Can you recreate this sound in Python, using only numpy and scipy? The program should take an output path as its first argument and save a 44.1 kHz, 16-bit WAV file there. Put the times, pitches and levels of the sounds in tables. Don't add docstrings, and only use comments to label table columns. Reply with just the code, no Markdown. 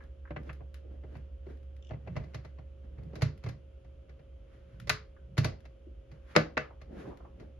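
import sys
import numpy as np
from scipy import signal
from scipy.fft import rfft, irfft, next_fast_len
from scipy.io import wavfile
from scipy.ndimage import uniform_filter1d, map_coordinates

SR = 44100
rng = np.random.default_rng(int(sys.argv[2]) if len(sys.argv) > 2 else 0)


def generate_wav(sig):
    pcm = np.round(np.clip(np.atleast_2d(sig).T, -1, 1) * 32767).astype(np.int16)
    wavfile.write(sys.argv[1], SR, pcm)


N = 334719
TIME = np.arange(N) / SR
AGE = np.arange(SR * 2 // 5) / SR


def amp(db):
    return 10 ** (np.asarray(db) / 20)


def unit(x):
    return x / np.sqrt(np.mean(x ** 2) + 1e-20)


def crest(x, size=256):
    return x / np.sqrt(uniform_filter1d(np.mean(x ** 2, 0), size).max() + 1e-20)


def along(points, hz):
    freqs, values = np.transpose(points)
    return np.interp(np.log(hz + 1), np.log(freqs + 1), values)


def wobble(rate_hz):
    return map_coordinates(rng.standard_normal(int(N * rate_hz / SR) + 4), [TIME * rate_hz / SR])


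def eq(x, points):
    n = x.shape[-1]
    m = 2 * next_fast_len(n // 2 + 2048)
    cepstrum = irfft(np.log(amp(along(points, np.fft.rfftfreq(m, 1 / SR)))))
    cepstrum[1:m // 2] *= 2
    cepstrum[m // 2 + 1:] = 0
    return irfft(rfft(x, m) * np.exp(rfft(cepstrum)), m)[..., :n]


def band(x, lo_hz, hi_hz):
    return signal.sosfilt(signal.butter(3, [lo_hz, hi_hz], "band", fs=SR, output="sos"), x)


# freq_hz, correlation
STEREO_IMAGE = [(60, 1), (130, 1), (290, 0.67), (640, -0.37), (1400, 0.41), (3100, 0.42), (7000, -0.084)]
def noise(n):
    m = next_fast_len(n)
    width = np.arccos(np.clip(along(STEREO_IMAGE, np.fft.rfftfreq(m, 1 / SR)), -1, 1)) / 2
    white = rfft(rng.standard_normal((2, m)))
    mid, side = irfft(white * [np.cos(width), np.sin(width)], m)[:, :n]
    return np.array([mid + side, mid - side])


def noise_bed(spectrum):
    return unit(eq(noise(N), spectrum))


# freq_hz, t60_s
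ROOM_DECAY = [(150, 0.42), (600, 0.32), (2000, 0.23), (5000, 0.24), (12000, 0.13)]
def room_tail():
    hz, t, spectrum = signal.stft(noise(len(AGE)), SR, nperseg=256)
    decay = amp(-60 * t / along(ROOM_DECAY, hz)[:, None])
    tail = signal.istft(spectrum * decay, SR, nperseg=256)[1][:, :len(AGE)]
    return tail * (1 - np.exp(-AGE / 0.004))


# freq_hz, gain_db
CONTACT_EQ = [(200, 1), (550, 2.5), (900, -2.5), (1400, 2), (2100, 1.5), (2800, -4), (4800, -12.5),
              (7000, -21), (10000, -24.5), (13000, -29.5), (15500, -46.5)]
def burst(t60_s, room_db, attack_s):
    grit = noise(len(AGE)) + 0.86 * band(rng.standard_normal(len(AGE)), 120, 1100)
    crack = grit * (1 - np.exp(-AGE / attack_s)) * amp(-60 * AGE / t60_s)
    return eq(crack + amp(room_db) * room_tail(), CONTACT_EQ)


def voiced(crack, body_db, clack_db, snap_db):
    top_db = snap_db - 10 + 0.6 * min(snap_db - clack_db, 0)
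    bands = [(body_db, 230, 850), (clack_db, 1000, 2900), (snap_db, 4025, 7000), (top_db, 7500, 14000)]
    return sum(amp(db) * crest(band(crack, lo_hz, hi_hz)) for db, lo_hz, hi_hz in bands)


def resonate(x, modes, gain_db):
    ring = sum(amp(db) * signal.lfilter(*signal.iirpeak(hz, hz * t60 / np.log(9), SR), x)
               for hz, db, t60 in modes)
    return x + amp(gain_db) * ring


# freq_hz, gain_db
RUMBLE_EQ = [(20, -32.5), (35, -18), (50, 5.5), (64, 4), (80, -6.5), (120, -12.5), (170, -26), (300, -55.5),
             (2000, -120)]
AIR_EQ = [(80, 0), (200, -3.5), (400, -2), (600, -3.5), (790, -16.5), (1000, -20.5), (1300, -17.5),
          (1800, -24.5), (3100, -20), (4000, -32), (6300, -35.5), (11000, -42.5), (14500, -67)]
def room_tone():
    rumble = amp(-54) * noise_bed(RUMBLE_EQ) * amp([[-0.6], [0.6]])
    air = amp(-62.5 + 0.8 * wobble(3)) * noise_bed(AIR_EQ)
    return rumble + air


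# time_s, level_db
MOTOR_FADER = [(0, -53), (0.4, -46.5), (3.1, -49), (3.7, -57), (7.59, -55.5)]
# pitch_hz, level_db
MAINS_PARTIALS = [(60, -60.5), (120, -68.5), (360, -77), (480, -90), (540, -64), (600, -81.5)]
def pump(motor_hz=68.8):
    hum_db = np.interp(TIME, *np.transpose(MOTOR_FADER)) + 2
    turns = np.cumsum(motor_hz + 0.25 * wobble(2)) / SR
    out = amp(hum_db + 0.67 * wobble(4)) * unit(np.sin(2 * np.pi * turns)) * amp([[-1.1], [1.1]])
    for hz, db in MAINS_PARTIALS:
        phase = hz / 900 * np.array([[0.8], [-0.8]]) + 0.17 * wobble(5)
        out += amp(db + 1.2 * wobble(3)) * unit(np.sin(2 * np.pi * hz * TIME + phase))
    return out


# start_s, level_db, pitch_hz, t60_s
DRIPS = [(0.004, -46, 1644, .065), (0.252, -47.5, 1550, 0.065), (0.274, -50, 1715, 0.061),
         (0.848, -41, 400, 0.055), (0.9, -56, 338, .05), (0.935, -49, 390, 0.051), (1.042, -43, 364, 0.043),
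         (1.467, -39.5, 387, 0.049), (1.503, -41.5, 329, 0.037), (5.164, -53, 1446, 0.12),
         (5.868, -43, 332, .06), (6.705, -44, 930, 0.018), (7.053, -44, 1000, .018), (7.08, -43, 427, .04),
         (7.109, -45, 1000, .016), (7.127, -44.5, 980, 0.014), (7.203, -47, 1037, .018),
         (7.249, -44.5, 1067, 0.014)]
def drips(glide_per_s=0.84, echo_db=-9, splash_db=4, trim_db=-12):
    out = np.zeros((2, N))
    for s, db, hz, t60 in DRIPS:
        chirp = np.sin(2 * np.pi * hz * AGE * (1 + glide_per_s * AGE))[None]
        bubble = chirp * amp(-60 * AGE / t60) * (1 - np.exp(-AGE / 0.0012))
        echo = signal.fftconvolve(bubble, room_tail(), axes=1)[:, :len(AGE)]
        splash = band(burst(t60_s=0.03, room_db=-18, attack_s=0.0027), hz * 0.58, hz * 1.2)
        drip = crest(bubble) + amp(echo_db) * crest(echo) + amp(splash_db) * crest(splash)
        add(out, s, amp(db + trim_db) * drip)
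    return out


# peak_s, length_s, rub_db, swish_db
CLOTH_MOVES = [(0.027, 0.082, -60.5, -63), (0.405, .08, -53.5, -63), (0.48, 0.075, -52, -54.5),
               (0.928, 0.14, -58, -68), (1.143, 0.14, -57, -60.5), (1.504, 0.076, -53, -56.5),
               (2.2, 0.41, -60, -61.5), (2.847, 0.042, -59, -65), (3.033, 0.26, -58.5, -66),
               (3.19, 0.13, -49.5, -58), (4.545, 0.14, -68.5, -61.5), (4.74, .2, -69, -63.5),
               (6.147, 0.11, -62.5, -64), (6.317, 0.093, -65.5, -51), (6.93, 0.068, -48.5, -65),
               (6.969, 0.042, -47, -62), (7.003, 0.1, -47.5, -48), (7.083, 0.087, -44, -54.5),
               (7.253, .12, -57, -68), (7.421, 0.096, -51.5, -61.5)]
def movement(rise_share=0.42):
    peak_s, length_s, rub_db, swish_db = np.transpose(CLOTH_MOVES)[:, :, None]
    slope_s = length_s * np.where(TIME < peak_s, rise_share, 1 - rise_share)
    swell = np.exp(-np.abs(TIME - peak_s) / slope_s)
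    return [np.linalg.norm(amp(db) * swell, axis=0) for db in (rub_db, swish_db)]


# freq_hz, gain_db
RUB_EQ = [(100, -19.5), (180, 1.5), (350, 1.5), (550, -2.5), (800, -12), (1500, -45.5), (12000, -74)]
SWISH_EQ = [(400, -15), (900, -2.5), (1600, 1), (3000, -10.5), (6000, -20.5), (12000, -30.5),
            (14500, -54.5)]
def clothes(rub_envelope, swish_envelope):
    catch, grain = wobble(45), wobble(120)
    rub = rub_envelope * amp(1.5 + 2.4 * catch) * noise_bed(RUB_EQ)
    swish = swish_envelope * amp(-2.5 + 1.1 * catch + 3.9 * grain) * noise_bed(SWISH_EQ)
    return rub + swish


# peak_s, level_db
WEIGHT_SHIFTS = [(2.13, -41), (3.06, -45), (3.5, -52), (4.83, -45), (5.34, -52)]
def floor_rumble(rub_envelope, rise_db_per_s=122, fall_db_per_s=106.5, follow_db=-4):
    load = sum(amp(db - np.maximum((s - TIME) * rise_db_per_s, (TIME - s) * fall_db_per_s))
               for s, db in WEIGHT_SHIFTS)
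    envelope = np.hypot(load, amp(follow_db) * rub_envelope)
    return envelope * unit(band(noise(N), 95, 175)) * amp([[-1], [1]])


# start_s, level_db
PLASTIC_TICKS = [(0.0373, -60), (0.4317, -59), (0.5295, -49), (0.7425, -45), (1.168, -56), (1.5714, -61),
                 (1.6294, -61), (1.7648, -55.5), (3.034, -58.5), (3.3762, -54), (4.7995, -42),
                 (5.6044, -56), (7.1721, -53)]
def ticks(trim_db=-8.5):
    out = np.zeros((2, N))
    for s, db in PLASTIC_TICKS:
        click = band(burst(t60_s=0.026, room_db=-12.5, attack_s=0.00039), 1200, 15500)
        brightened = eq(click, [(2500, -11.5), (10000, -2.5)])
        add(out, s, amp(db + trim_db) * crest(brightened), pan_db=3)
    return out


# pitch_hz, level_db, t60_s
STAND_MODES = [(157.8, 1.5, 0.23), (220.4, -7, 0.24), (308.6, -1, 0.23), (370, -13.5, .16), (494, -1, 0.15),
               (582.6, 3, 0.11), (747, -7, 0.13), (1202, -7, .18), (1290, -7.5, 0.085), (1494, -8, 0.14),
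               (1537, -11, .18), (1710, -7, 0.18), (2003, -2, 0.094), (2180, -10, .17), (2700, -12, 0.19),
               (3510, -10, 0.095), (3870, -13.5, .15), (4520, -13.5, .13)]
def stand_ring(body_db, snap_db, left_lag_s=0.00015):
    hz, level_db, t60 = np.transpose(STAND_MODES)[:, :, None]
    lag_s = np.array([left_lag_s, 0])[:, None, None]
    phase = rng.uniform(0, 2 * np.pi, hz.shape) - 2 * np.pi * hz * lag_s
    drive_db = np.interp(hz, [600, 1300, 4000], [body_db, 0, snap_db])
    decay = amp(level_db + drive_db + rng.normal(0, 0.93, hz.shape) - 60 * AGE / t60)
    modes = decay * np.sin(2 * np.pi * hz * AGE + phase)
    return crest(modes.sum(1) * (1 - np.exp(-AGE / 0.0045)))


# start_s, clack_db, body_re_clack_db, snap_re_clack_db, thump_db, pan_db
STAND_KNOCKS = [(0.304, -49.5, 8, -23.5, -43, 0.5), (0.361, -43, -0.5, -26, -40, 3),
                (0.492, -44, -8.5, -27, -42, 2), (3.131, -66, 17, -11, -58, -4),
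                (4.871, -51, 3, -3.5, -39.5, -4), (4.894, -29, -13.5, 2.5, -40, 1.5),
                (4.8972, -23.5, -15.5, -7.5, -32.5, 1.5), (6.352, -33, -3, -18.5, -54, 1.5),
                (6.3618, -16.5, -0.5, -8.5, -30, 1.5), (6.569, -30.5, -2.5, -22.5, -45, -0.5),
                (6.575, -26, -9, -14.5, -40, 3)]
def knocks(ring_db=-2, plank_db=-9):
    cracks, rings = np.zeros((2, 2, N))
    for s, db, body_db, snap_db, thump_db, pan_db in STAND_KNOCKS:
        stand = amp(db + body_db + ring_db) * stand_ring(body_db, snap_db)
        softness = np.interp(db, [-44, -30], [2.5, 1])
        crack = burst(t60_s=0.023 * softness, room_db=-20.5, attack_s=0.0015 * softness)
        add(cracks, s, amp(db) * voiced(crack, body_db, 0, snap_db), pan_db)
        add(rings, s, stand + amp(thump_db) * floor_thump() + amp(db + plank_db) * plank_ring())
    return resonate(cracks, STAND_MODES, gain_db=1) + rings


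# pitch_hz, level_db, t60_s
FLOOR_MODES = [(52, -21, 0.36), (88, -9.5, 0.33), (117.8, 4.5, 0.15), (144.6, -0.5, 0.22),
               (190, -16.5, 0.18)]
def floor_thump(lag_s=0.012, rise_s=0.014, room_db=-15):
    ring = np.zeros((2, len(AGE)))
    for hz, db, t60 in FLOOR_MODES:
        decay = amp(db + rng.normal(0, 0.72) - 60 * AGE / t60)
        detuned_hz = hz * rng.normal(1, 0.0071)
        ring += decay * np.sin(2 * np.pi * detuned_hz * (AGE - lag_s) + rng.normal(0, 0.3, (2, 1)))
    swell = 1 - np.exp(-(AGE / rise_s) ** 2)
    thump = crest(ring * swell * amp([[-1.2], [1.2]]))
    return thump + amp(room_db) * crest(band(room_tail(), 91, 260))


# pitch_hz, level_db, t60_s
PLANK_MODES = [(430, -6.5, 0.4), (627, 7.5, 0.12), (1150, -3, 0.065), (1615, -4, 0.13), (2031, 6.5, 0.05),
               (2650, -0.5, 0.13), (4300, -11, 0.1)]
def plank_ring():
    hz, level_db, t60 = np.transpose(PLANK_MODES)[:, :, None]
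    phase = rng.uniform(0, 2 * np.pi, hz.shape) + hz / 1500 * rng.standard_normal((2, len(hz), 1))
    decay = amp(level_db + rng.normal(0, 3.9, hz.shape) - 60 * AGE / t60)
    modes = decay * np.sin(2 * np.pi * hz * AGE + phase)
    return crest(modes.sum(1) * (1 - np.exp(-AGE / 0.00091)))


# start_s, clack_db, brightness_db, thump_db
FOOTSTEPS = [(0.605, -65, -39, -50), (1.036, -62, -27, -51), (1.152, -57, -18, -43.5),
             (1.465, -64, -17, -62), (1.907, -50.5, -25.5, -39.5), (1.933, -58, -27, -41.5),
             (2.073, -52.5, -24.5, -43), (2.164, -42, -16.5, -33), (2.237, -59.5, -13, -56),
             (2.345, -44.5, -5.5, -38.5), (2.448, -54.5, -8.5, -49.5), (2.585, -60, -21, -47.5),
             (2.982, -62.5, -22, -43), (3.155, -50, -1.5, -46), (3.22, -33, -3, -22),
             (3.438, -50.5, -6, -38), (3.462, -47, -15, -34), (3.488, -49, -0.5, -48.5),
             (3.846, -68, -12, -58), (4.093, -62, -12, -56), (4.192, -67, -14, -55),
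             (5.379, -32, -1.5, -21.5), (5.445, -32, -1, -29.5), (5.653, -57, -9, -59.5),
             (6.115, -61, -6.5, -48), (6.815, -56, -8.5, -55.5), (7.399, -60, -7, -50.5)]
def footsteps(scuff_db=-17, scuff_lead_s=0.0097, plank_db=-10, boom_db=3, pan_db=1.6):
    clacks, booms = np.zeros((2, 2, N))
    for s, db, bright_db, thump_db in FOOTSTEPS:
        body_db = db - 2 - 0.39 * bright_db
        snap_db = db - 2 + 0.61 * bright_db
        softness = np.interp(bright_db, [-22, -3], [1.55, 1.05])
        crack = burst(t60_s=0.038 * softness, room_db=-16, attack_s=0.0031 * softness)
        add(clacks, s - 0.0015, voiced(crack, body_db, db - 1.7, snap_db - 2.37), pan_db)
        scuff = voiced(burst(t60_s=0.021, room_db=-19, attack_s=0.004), body_db, db, snap_db - 7.5)
        add(clacks, s - scuff_lead_s, amp(scuff_db) * softness * scuff, pan_db)
        add(booms, s, amp(thump_db + boom_db) * floor_thump() + amp(db + plank_db) * plank_ring())
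    return resonate(clacks, PLANK_MODES, gain_db=-4.5) + booms


def creak(start_s=1.824, slips=4, gap_s=0.0222, level_db=-62.5):
    out = np.zeros((2, N))
    for k in range(slips):
        slip = burst(t60_s=0.02, room_db=-15.5, attack_s=0.00088)
        squeak = crest(band(slip, 2770, 3540)) + amp(-7.5) * crest(band(slip, 5500, 8000))
        add(out, start_s + k * gap_s, squeak)
    return amp(level_db) * out


def add(track, start_s, sound, pan_db=0):
    start = max(round(start_s * SR), 0)
    part = (sound * amp([[pan_db / 2], [-pan_db / 2]]))[:, :N - start]
    track[:, start:start + part.shape[1]] += part


def scene():
    rub, swish = movement()
    return (footsteps() + floor_rumble(rub) + knocks() + ticks() + creak() + drips()
            + clothes(rub, swish) + pump() + room_tone())


# freq_hz, gain_db
MIC_PORT_EQ = [(7000, -0.5), (7600, -5.5), (8200, -14), (8800, -7.5), (9400, 1.5)]
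def record(dry, cutoff_hz=15900):
    m = next_fast_len(N + SR // 2)
    passband = np.fft.rfftfreq(m, 1 / SR) < cutoff_hz
    return irfft(rfft(eq(dry, MIC_PORT_EQ), m) * passband, m)[:, :N]


dry = scene()
out = record(dry)
generate_wav(out)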